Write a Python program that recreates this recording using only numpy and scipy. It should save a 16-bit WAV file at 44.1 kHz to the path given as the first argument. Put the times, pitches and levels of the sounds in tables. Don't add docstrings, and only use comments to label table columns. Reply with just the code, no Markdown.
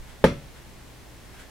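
import sys
import numpy as np
from scipy import signal
from scipy.io import wavfile

SR = 44100
rng = np.random.default_rng(int(sys.argv[2]) if len(sys.argv) > 2 else 0)


def materialize(psi):
    bounded = np.clip(np.atleast_2d(psi).T, -1, 1)
    quanta = np.round(bounded * 32767).astype(np.int16)
    wavfile.write(sys.argv[1], SR, quanta)


N = 66150
T = np.arange(N) / SR

HIT_S = .2402
AIR_DB, HUM_WAVER = -47, 0.1
TAIL_DB, TAIL_ATTACK_S = -20, 0.003
TICK_DB, TICK_T60_S, TICK_ATTACK_S = -20, 0.05, 0.00026
BOOM_ATTACK_S, WIRES_ATTACK_S, BOARD_ATTACK_S = 0.00053, 0.006, 0.00031
STOPBAND_HZ = 16300

# (frequency [Hz], relative density [dB])
AIR_SPECTRUM = [(20, -1.5), (35, -8.5), (65, -3), (90, -12), (130, -12), (260, -13.5), (450, -18),
                (700, -20), (1380, -25.5), (1900, -23), (2300, -25.5), (7300, -32.5), (11000, -35.5),
                (15500, -40)]
# (frequency [Hz], left-right coherence [0-1])
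AIR_COHERENCE = [(40, 0.62), (200, 0.59), (1000, 0.58), (4000, 0.39), (14000, 0.32)]
# (frequency [Hz], left minus right [dB])
AIR_PAN = [(50, -3), (200, -0.8), (500, 2.5), (950, 6), (2000, 0), (10000, -0.9)]
# (frequency [Hz], rms level [dB])
HUM_PARTIALS = [(60, -56), (119.5, -58)]
# (time [s], half width [s], level [dB])
RUMBLE_SWELLS = [(.02, 0.046, -39), (.34, 0.073, -42), (1.39, 0.05, -51)]
# (frequency [Hz], relative density [dB])
RUMBLE_SPECTRUM = [(22, 9), (42, -15), (70, -24), (150, -22), (600, -75)]
# (time [s], half width [s], level [dB])
RUSTLE_SWELLS = [(0.105, .035, -52.5), (.58, 0.029, -53), (.9, 0.014, -57), (1.26, 0.022, -57),
                 (1.345, .012, -54), (1.408, .027, -47.5)]
# (frequency [Hz], relative density [dB])
RUSTLE_SPECTRUM = [(100, -7), (400, -5.5), (900, -3), (1250, -8.5), (1650, 5.5), (2200, -7), (3000, -3.5),
                   (5000, -12.5), (10000, -14), (15000, -29)]
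# (frequency [Hz], relative density [dB])
TAIL_SPECTRUM = [(25, -37), (70, -4), (110, 3), (200, -11), (330, -3.5), (560, 0.5), (750, -14.5),
                 (1050, -3.5), (2000, -10.5), (3500, -16.5), (6000, -26.5), (10500, -28.5), (15000, -46)]
# (frequency [Hz], T60 [s])
TAIL_T60 = [(100, 0.4), (300, 0.28), (600, 0.3), (1000, 0.2), (2500, .28), (5000, 0.26), (12000, 0.17)]
# (frequency [Hz], left-right coherence [0-1])
ROOM_COHERENCE = [(40, 1), (200, 0.94), (500, .85), (1000, .55), (2000, 0), (5000, 0.43), (14000, 0.37)]
# (frequency [Hz], left minus right [dB])
ROOM_PAN = [(200, 1), (450, 3.5), (950, 10.5), (1600, 0), (4000, -0.7), (10000, -4)]
# (frequency [Hz], level [dB], T60 [s])
BOOM_MODES = [(63.9, -22, 0.31), (122, -25, 0.45), (140.2, -33.5, 0.61), (157, -23, 0.37),
              (209.6, -23, 0.27), (261, -32.5, 0.38), (295, -31, 0.38), (363.6, -27, 0.29),
              (459.7, -13.5, 0.13), (563, -28, 0.38)]
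# (frequency [Hz], level [dB], T60 [s])
WIRE_MODES = [(1336, -42, 0.49), (2065, -45.5, 0.31), (2090, -36.5, 0.31), (2500, -47, 0.38),
              (3424, -42, 0.37), (3685, -58, 0.64), (4380, -47.5, 0.33), (5670, -44.5, 0.32),
              (5900, -44, 0.21)]
# (frequency [Hz], relative density [dB])
TICK_SPECTRUM = [(200, -16), (750, -22), (1100, 10), (1500, -5.5), (3000, 0), (4400, -5.5), (5400, -47),
                 (8500, -25.5), (11000, -17), (13000, -21), (15000, -38)]
# (frequency [Hz], level [dB], T60 [s])
BOARD_MODES = [(184, -12.5, 0.14), (248, -18, 0.25), (432, -12, 0.08), (515, -32, 0.028),
               (523.5, -6.5, 0.087), (637.4, -13, 0.061), (871, -10.5, 0.057), (1196, -22.5, 0.048),
               (1280, -22.5, 0.077), (1600, -21.5, 0.081), (1722, -21, 0.06), (1862, -22, 0.078),
               (2150, -26.5, 0.1), (2330, -33, 0.071), (3060, -48, .04)]
# (frequency [Hz], left minus right [dB])
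BOARD_PAN = [(200, -.7), (420, -.3), (530, 1.5), (660, 3.5), (880, 5), (1250, 5), (1600, .5), (3200, -1.5)]
# (frequency [Hz], left lead [s])
MODE_LEAD = [(200, .00008), (520, .00012), (850, 0), (1700, -.00003)]


def from_db(db):
    return 10 ** (np.asarray(db) / 20)


def at_hz(table, hz):
    table_hz, values = np.transpose(table)
    return np.interp(np.log(hz), np.log(table_hz), values)


def pan(table, hz):
    return from_db(np.array([[.5], [-.5]]) * at_hz(table, hz))


def drift(rate_hz):
    knots = rng.standard_normal(int(rate_hz * N / SR) + 2)
    return np.interp(T * rate_hz, np.arange(len(knots)), knots)


def struck(attack_s, t60_s):
    age_s = np.maximum(T - HIT_S, 0)
    return (1 - np.exp(-age_s / attack_s)) * from_db(-60 * age_s / t60_s)


def noise_bands(spectrum, coherence, pan_table):
    edges_hz = np.geomspace(18, 17000, 31)
    centres_hz = np.sqrt(edges_hz[1:] * edges_hz[:-1])
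    white = rng.standard_normal((2, 2, N + SR // 4))
    bands = []
    for k, hz in enumerate(centres_hz):
        bandpass = signal.butter(2, edges_hz[k:k + 2], "band", fs=SR, output="sos")
        mid, side = signal.sosfilt(bandpass, white[k % 2])[:, -N:]
        alike = at_hz(coherence, hz)
        stereo = np.sqrt(1 + alike) * mid + np.sqrt(1 - alike) * side * [[1], [-1]]
        bands.append(from_db(at_hz(spectrum, hz)) * pan(pan_table, hz) * stereo)
    return centres_hz, np.array(bands) / np.std(sum(bands))


def ring(modes, attack_s, pan_table=None):
    total = np.zeros((2, N))
    for k, (hz, db, t60_s) in enumerate(modes):
        age_s = T - HIT_S + np.array([[.5], [-.5]]) * at_hz(MODE_LEAD, hz)
        wave = (-1) ** k * from_db(db) * struck(attack_s, t60_s) * np.sin(2 * np.pi * hz * age_s)
        total += wave if pan_table is None else wave * pan(pan_table, hz)
    return total


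def background():
    _, bands = noise_bands(AIR_SPECTRUM, AIR_COHERENCE, AIR_PAN)
    hum = np.zeros(N)
    for hz, rms_db in HUM_PARTIALS:
        amplitude = from_db(rms_db) * np.sqrt(2) * (1 + HUM_WAVER * drift(rate_hz=10.5))
        hum += amplitude * np.sin(2 * np.pi * (hz * T + rng.random()))
    return from_db(AIR_DB) * sum(bands) + hum


def swells(events, spectrum):
    _, bands = noise_bands(spectrum, AIR_COHERENCE, AIR_PAN)
    envelope = sum(from_db(db) / (1 + ((T - time_s) / half_s) ** 2) for time_s, half_s, db in events)
    return envelope * sum(bands)


def room_answer():
    centres_hz, bands = noise_bands(TAIL_SPECTRUM, ROOM_COHERENCE, ROOM_PAN)
    tail = sum(band * struck(TAIL_ATTACK_S, at_hz(TAIL_T60, hz)) for hz, band in zip(centres_hz, bands))
    return from_db(TAIL_DB) * tail + ring(BOOM_MODES, BOOM_ATTACK_S)


def wire_ring():
    return ring(WIRE_MODES, WIRES_ATTACK_S, ROOM_PAN)


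def point_tick():
    _, bands = noise_bands(TICK_SPECTRUM, ROOM_COHERENCE, ROOM_PAN)
    return from_db(TICK_DB) * struck(TICK_ATTACK_S, TICK_T60_S) * sum(bands)


def board_knock():
    return ring(BOARD_MODES, BOARD_ATTACK_S, BOARD_PAN)


def scene():
    hit = board_knock() + point_tick() + wire_ring() + room_answer()
    steady = background()
    rustles = swells(RUSTLE_SWELLS, RUSTLE_SPECTRUM)
    rumbles = swells(RUMBLE_SWELLS, RUMBLE_SPECTRUM)
    return hit + steady + rustles + rumbles


def record(dry):
    lowpass = signal.cheby2(18, 60, STOPBAND_HZ, fs=SR, output="sos")
    return signal.sosfilt(lowpass, np.clip(dry, -1, 1))


dry = scene()
out = record(dry)
materialize(out)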